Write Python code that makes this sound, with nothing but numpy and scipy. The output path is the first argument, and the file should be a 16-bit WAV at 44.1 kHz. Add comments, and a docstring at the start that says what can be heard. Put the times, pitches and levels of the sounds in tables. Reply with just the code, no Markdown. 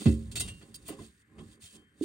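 """Metal plate pressed into a basket

A hand lets a perforated metal plate drop into a plastic basket, then presses it home with spread fingers.
The basket thumps, knocks and rumbles as decaying sines; nails and scuffs ring the plate's faint modes.
Sliding skin is grainy filtered noise. Quiet kitchen tone, picked up close by a microphone with two ports.
"""
import sys
import numpy as np
from scipy import signal
from scipy.fft import rfft, irfft
from scipy.io import wavfile
from scipy.ndimage import uniform_filter1d

SR = 44100
rng = np.random.default_rng(int(sys.argv[2]) if len(sys.argv) > 2 else 0)


def undo_db(level):
    """Turn decibels back into plain size, where 20 dB means ten times bigger."""
    steps = np.asarray(level, float) / 20
    return 10 ** steps


def master(y):
    """Save y as 16-bit WAV."""
    cut = np.clip(np.atleast_2d(y).T, -1, 1)
    pcm = np.round(cut * 32767)  # scale
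    wavfile.write(sys.argv[1], SR, pcm.astype(np.int16))


N = 90228  # length in samples


def evened(x):
    """Scales a sound to rms 1."""
    return x / np.sqrt(np.mean(x ** 2) + 1e-20)


def read_spectrum(points, hz):
    """Reads a curve of (frequency, dB) points on a log-frequency axis."""
    point_hz, point_db = np.transpose(points)
    return np.interp(np.log(hz + 1), np.log(point_hz + 1), point_db)


def level_curve(start_s, level_db):
    """Straight lines in dB between the given times, one value per sample."""
    return np.interp(np.arange(N) / SR, start_s, level_db)


def add(mix, start_s, sound):
    """Mixes a sound in at its start time, cutting what runs past the end."""
    part = mix[round(start_s * SR):][:len(sound)]
    part += sound[:len(part)]


def coloured(x, spectrum, tilt_db=0.):
    """Gives x a spectrum, tilted by some dB per octave about 4 kHz; rms 1."""
    hz = np.fft.rfftfreq(len(x), 1 / SR)
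    gain_db = read_spectrum(spectrum, hz) + tilt_db * np.log2((hz + 50) / 4000)
    return evened(irfft(rfft(x) * undo_db(gain_db), len(x)))


def grains(size, grain_db):
    """Dense noise whose samples are sometimes large, like friction on a rough coating."""
    return rng.standard_normal(size) * undo_db(grain_db * np.minimum(rng.exponential(1, size), 5))


def ringing(modes, extra_db, ring_share=1., rise_cycles=.1):
    """Sum of dying sines, one per mode, each swelling over some of its own cycles."""
    t = np.arange(SR // 2) / SR
    hz, level_db, t60_s = np.transpose(modes)[:, :, None]
    swell = 1 - np.exp(-t * hz / rise_cycles)
    decay = undo_db(level_db + extra_db[:, None] - 60 * t / (ring_share * t60_s))
    return (swell * decay * np.sin(2 * np.pi * hz * t)).sum(0)


def blows(table, modes):
    """A blow rings an object's modes, most of all those near its centre frequency."""
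    out, hz = np.zeros(N), np.transpose(modes)[0]
    for start_s, level_db, centre_hz, spread_octaves, *touch in table:
        focus_db = -6 * (np.log2(hz / centre_hz) / spread_octaves) ** 2
        add(out, start_s, undo_db(level_db) * ringing(modes, focus_db, *touch))
    return out


def thump():
    """The basket floor bends under the drop: one dull note that falls as the floor slackens."""
    start_s, level_db, rise_s, t60_s = .058, -12.5, .0034, .28
    from_hz, to_hz, fall_s = 230, 66.5, .014
    out, t = np.zeros(N), np.arange(SR // 4) / SR
    hz = to_hz + (from_hz - to_hz) * np.exp(-t / fall_s)
    envelope = (1 - np.exp(-t / rise_s)) * undo_db(level_db - 60 * t / t60_s)
    add(out, start_s, envelope * np.sin(2 * np.pi * np.cumsum(hz) / SR))
    return out


# Resonances of the plastic basket ringing freely: pitch_hz, level_db, t60_s
BASKET_MODES = [(69.5, -3.5, 0.64), (97.5, -3, 0.35), (113, -3.5, 0.57), (156, -2, .3), (188, -2, .15),
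                (223, 0, .5), (285.3, -2.5, 0.27), (310, -1, 0.29), (358.2, -3.5, 0.23), (396.1, -5, 0.34),
                (437, -23.5, 0.15), (532.6, -13, 0.42), (766, -5.5, 0.083), (1030, -2.5, 0.054)]
# Knocks on the basket: start_s, level_db, centre_hz of the modes struck, spread_octaves,
# ring_share (part of the free ring time), rise_cycles
BASKET_KNOCKS = [(.058, -20.5, 211, 1.25, 0.97, 1.23), (.063, -12, 217, 0.15, 0.19, 1),
                 (.888, -38.5, 1030, 0.087, 0.75, 0.64), (.888, -40, 440, 0.13, 0.27, 1),
                 (.925, -41, 610, 0.96, 0.59, 2), (.895, -27.5, 415, 0.42, 0.22, 2.2),
                 (.904, -33, 310, 0.24, 0.35, 0.56), (.988, -43.5, 1030, 0.19, 1.35, 1.1),
                 (.998, -44.5, 344, 0.18, 0.3, 0.35), (1.398, -41, 213, 0.69, 0.57, 1.3),
                 (2.011, -20, 321, 0.29, 0.58, 1.3)]


def knocks():
    """Each knock rings the basket modes near its centre, shortened or lengthened by the touch."""
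    return blows(BASKET_KNOCKS, BASKET_MODES)


# The basket shifting under the hand, in two runs of points: start_s, low_rumble_db, upper_rumble_db
BASKET_SHIFTS = [
    [(0.0, -87, -54), (0.02, -56, -37.5), (0.04, -54, -50)],
    [(0.26, -42.5, -62.5), (0.342, -49, -55.5), (0.434, -37.5, -47), (0.594, -53.5, -67), (0.628, -65, -55),
     (0.764, -59.5, -63), (0.87, -58, -60), (0.904, -87, -47), (0.972, -87, -53.5), (1.0, -49.5, -46.5),
     (1.146, -70, -75.5), (1.242, -75.5, -77.5), (1.418, -52.5, -45.5), (1.462, -50, -62),
     (1.602, -81, -64), (1.636, -54, -74), (1.708, -78, -73), (1.752, -90, -57.5), (1.83, -70.5, -62.5),
     (1.888, -75, -78), (1.994, -69, -64.5), (2.0, -58.5, -68)],
]


def rumble():
    """Random pushes of the hand keep the damped basket modes going, low and upper modes apart."""
    split_hz, ring_share = 159, .33
    start_s, low_db, upper_db = np.concatenate(BASKET_SHIFTS).T
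    low = np.transpose(BASKET_MODES)[0] < split_hz
    out = np.zeros(N)
    for part, level_db in ((low, low_db), (~low, upper_db)):
        body = ringing(BASKET_MODES, np.where(part, 0, -200), ring_share)  # -200 dB mutes the others
        pushes = rng.standard_normal(N + SR // 2)
        shaken = evened(signal.fftconvolve(pushes, body, "valid")[:N])
        out += undo_db(level_curve(start_s, level_db)) * shaken
    return out


# Resonances of the perforated metal plate ringing freely: pitch_hz, level_db, t60_s
PLATE_MODES = [(700, -1, .12), (1500, -8, .1), (2048, -1, .08), (2670, -5, .15), (2787, -3, .42),
               (2977, -6, .13), (3151, -13, .5), (3282, -2, .15), (3576, -7, .15), (3710, 1, .26),
               (3865, -5, .09), (4005, -6, .1), (4450, -3, .1), (4683, -2, .2), (5050, -4, .07),
               (5371, -4, .15), (6180, -6, .1), (6750, -3, .06), (7095, -6, .15), (7542, -4, .09),
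               (8500, -4, .1), (8650, -4, .08), (9050, 0, .3), (9370, -5, .08)]
# Nails touching the plate: start_s, level_db, centre_hz of the modes struck, spread_octaves,
# ring_share (part of the free ring time)
NAIL_PINGS = [(.316, -57, 4500, .8, .5), (.357, -47, 5500, 1.8, .6), (.368, -44, 1800, 1.4, .6),
              (.406, -42, 5000, 2.8, .9), (.408, -42, 800, .6, .6), (.485, -47, 2750, .12, .8),
              (.745, -44, 4900, .15, .4), (1.655, -46, 3150, .03, .6), (1.762, -54.5, 3150, .03, 1.2)]


def pings():
    """Nails strike the plate and ring the modes near each ping's centre."""
    return blows(NAIL_PINGS, PLATE_MODES)


def held_plate(extra_db):
    """The plate modes, cut short by the hand resting on the metal."""
    longest_t60_s = .06
    damped = [(hz, level_db, min(t60_s, longest_t60_s)) for hz, level_db, t60_s in PLATE_MODES]
    return ringing(damped, extra_db)


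# Spectrum of rubbing on the plate as the microphone hears it, before any tilt:
# pitch_hz, level_db (per Hz)
RUB_SPECTRUM = [(300, -30), (700, -14), (1300, -14), (3000, -5), (4600, -3), (5800, -8), (8800, 0),
                (10100, -4), (10600, -20), (12000, -15), (13900, -28), (15300, -14), (15900, -18),
                (16200, -60)]
# Nails and rim scuffing: start_s, level_db, hold_s, t60_s, tilt_db (per octave)
PLATE_SCUFFS = [(0.056, -40.5, 0.0024, 0.16, -6.5), (0.314, -48.5, 0.0068, 0.07, 2),
                (0.355, -38, 0.025, 0.051, 2.8), (0.397, -34, 0.0093, 0.044, 6.5),
                (0.403, -37, 0.0093, 0.082, 5), (0.476, -49, 0.011, 0.13, -2.5),
                (0.612, -62, 0.012, 0.084, -6), (0.742, -48.5, 0.021, 0.0083, 8),
                (0.879, -44, 0.0078, 0.08, 17), (0.885, -48.5, 0.0021, 0.22, -8),
                (0.99, -50, 0.0088, 0.12, -11), (1.382, -60.5, 0.015, 0.063, -7.5),
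                (2.021, -51.5, 0.077, 0.12, 2.1)]


def scuffs():
    """A grainy burst holds, then dies; part of it sounds through the damped plate modes."""
    rise_s, grain_db = .001, 2.6
    metal_db = -2  # plate sound relative to the rub
    uneven_db = 5  # random spread: each scuff favours other modes
    out, t = np.zeros(N), np.arange(SR // 4) / SR
    for start_s, level_db, hold_s, t60_s, tilt_db in PLATE_SCUFFS:
        shape = np.minimum(t / rise_s, 1) * undo_db(-60 * np.maximum(t - hold_s, 0) / t60_s)
        rub = undo_db(level_db) * shape * coloured(grains(len(t), grain_db), RUB_SPECTRUM, tilt_db)
        plate = held_plate(uneven_db * rng.standard_normal(len(PLATE_MODES)))
        rung = signal.fftconvolve(rub, plate)
        add(out, start_s, rub)
        add(out, start_s, undo_db(metal_db) * rung * np.linalg.norm(rub) / np.linalg.norm(rung))
    return out


# Level of the skin sliding on the coating, before catch and slip: start_s, level_db
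SKIN_SLIDE = [(0, -47.5), (0.132, -54), (0.157, -63), (.3, -70), (.46, -52.5), (.53, -64.5), (.6, -66.5),
              (.72, -72.5), (0.85, -67.5), (0.872, -51.5), (.94, -60), (.96, -70), (1.022, -58.5),
              (1.069, -63.5), (1.119, -75), (1.22, -73.5), (1.24, -88.5), (1.36, -80.5), (1.4, -69),
              (1.48, -70), (1.531, -63.5), (1.592, -86.5), (1.614, -62.5), (1.621, -57), (1.652, -55),
              (1.686, -62), (1.71, -61.5), (1.765, -58), (1.776, -70), (1.851, -86.5), (1.947, -86),
              (2.02, -61)]


def skin():
    """Soft hiss of fingers that catch and slip; part of it whistles in the plate modes."""
    grain_db, tilt_db = 2.5, 2.1  # tilt per octave
    metal_db = -3  # plate sound relative to the hiss
    catch_db, catch_s = 1.5, .0054  # rms swing of the level, and the time it is smoothed over
    catch = catch_db * evened(uniform_filter1d(rng.standard_normal(N), round(catch_s * SR)))
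    hiss = coloured(grains(N, grain_db), RUB_SPECTRUM, tilt_db)
    plate = held_plate(np.zeros(len(PLATE_MODES)))
    rung = evened(signal.fftconvolve(hiss, plate)[:N])
    return undo_db(level_curve(*np.transpose(SKIN_SLIDE)) + catch) * (hiss + undo_db(metal_db) * rung)


# Spectrum of the quiet kitchen, relative levels: pitch_hz, level_db (per Hz)
ROOM_SPECTRUM = [(15, -53), (25, -23.5), (80, 8), (269, 5), (600, -28.5), (1770, 1.5), (3380, -18.5),
                 (8800, -46), (10500, -69.5), (12000, -18), (15600, -82), (22000, -120)]


def room_tone():
    """Steady noise with the spectrum of the quiet kitchen."""
    return undo_db(-72.5) * coloured(rng.standard_normal(N), ROOM_SPECTRUM)


# Balance of the two ports: pitch_hz, level_db (left minus right)
PORT_BALANCE = [(60, -1.4), (150, -3.5), (380, -1.6), (950, -2.5), (2380, 1), (5980, -5.5), (15000, 11.5)]
# Wall echoes that differ between the ports: pitch_hz, level_db
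WALL_ECHOES = [(60, -25), (130, -19.5), (290, -20), (640, -10.5), (1410, 0), (3100, -1), (6820, -4),
               (15000, 2.5)]


def ports(x):
    """Two close ports: a small lag, a balance, and short wall echoes of opposite sign."""
    lag_s, echo_t60_s = 1.4e-5, .029  # the left port hears later
    t = np.arange(4096) / SR
    size = N + len(t)
    hz = np.fft.rfftfreq(size, 1 / SR)
    echo = rng.standard_normal(len(t)) * undo_db(-60 * t / echo_t60_s)
    echo = rfft(echo / np.linalg.norm(echo), size)
    side = np.array([[.5], [-.5]])  # left, right
    direct = np.exp(-2j * np.pi * side * hz * lag_s) * undo_db(side * read_spectrum(PORT_BALANCE, hz))
    walls = 2 * side * undo_db(read_spectrum(WALL_ECHOES, hz)) * echo
    return irfft(rfft(x, size) * (direct + walls), size)[:, :N]


def scene():
    """Basket, plate, fingers and kitchen tone, all heard through the two ports."""
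    basket = thump() + knocks() + rumble()
    plate = pings() + scuffs()
    return ports(basket + plate + skin() + room_tone())


def top_cut(x):
    """Nothing passes above the cut-off."""
    return signal.sosfilt(signal.butter(12, 17030, fs=SR, output="sos"), x)


def record(dry):
    """The microphone drops the deep bass."""
    low_cut = signal.butter(3, 45, "high", fs=SR, output="sos")  # Hz
    mix = signal.sosfilt(low_cut, dry)
    return top_cut(mix)


dry = scene()
out = record(dry)
master(out)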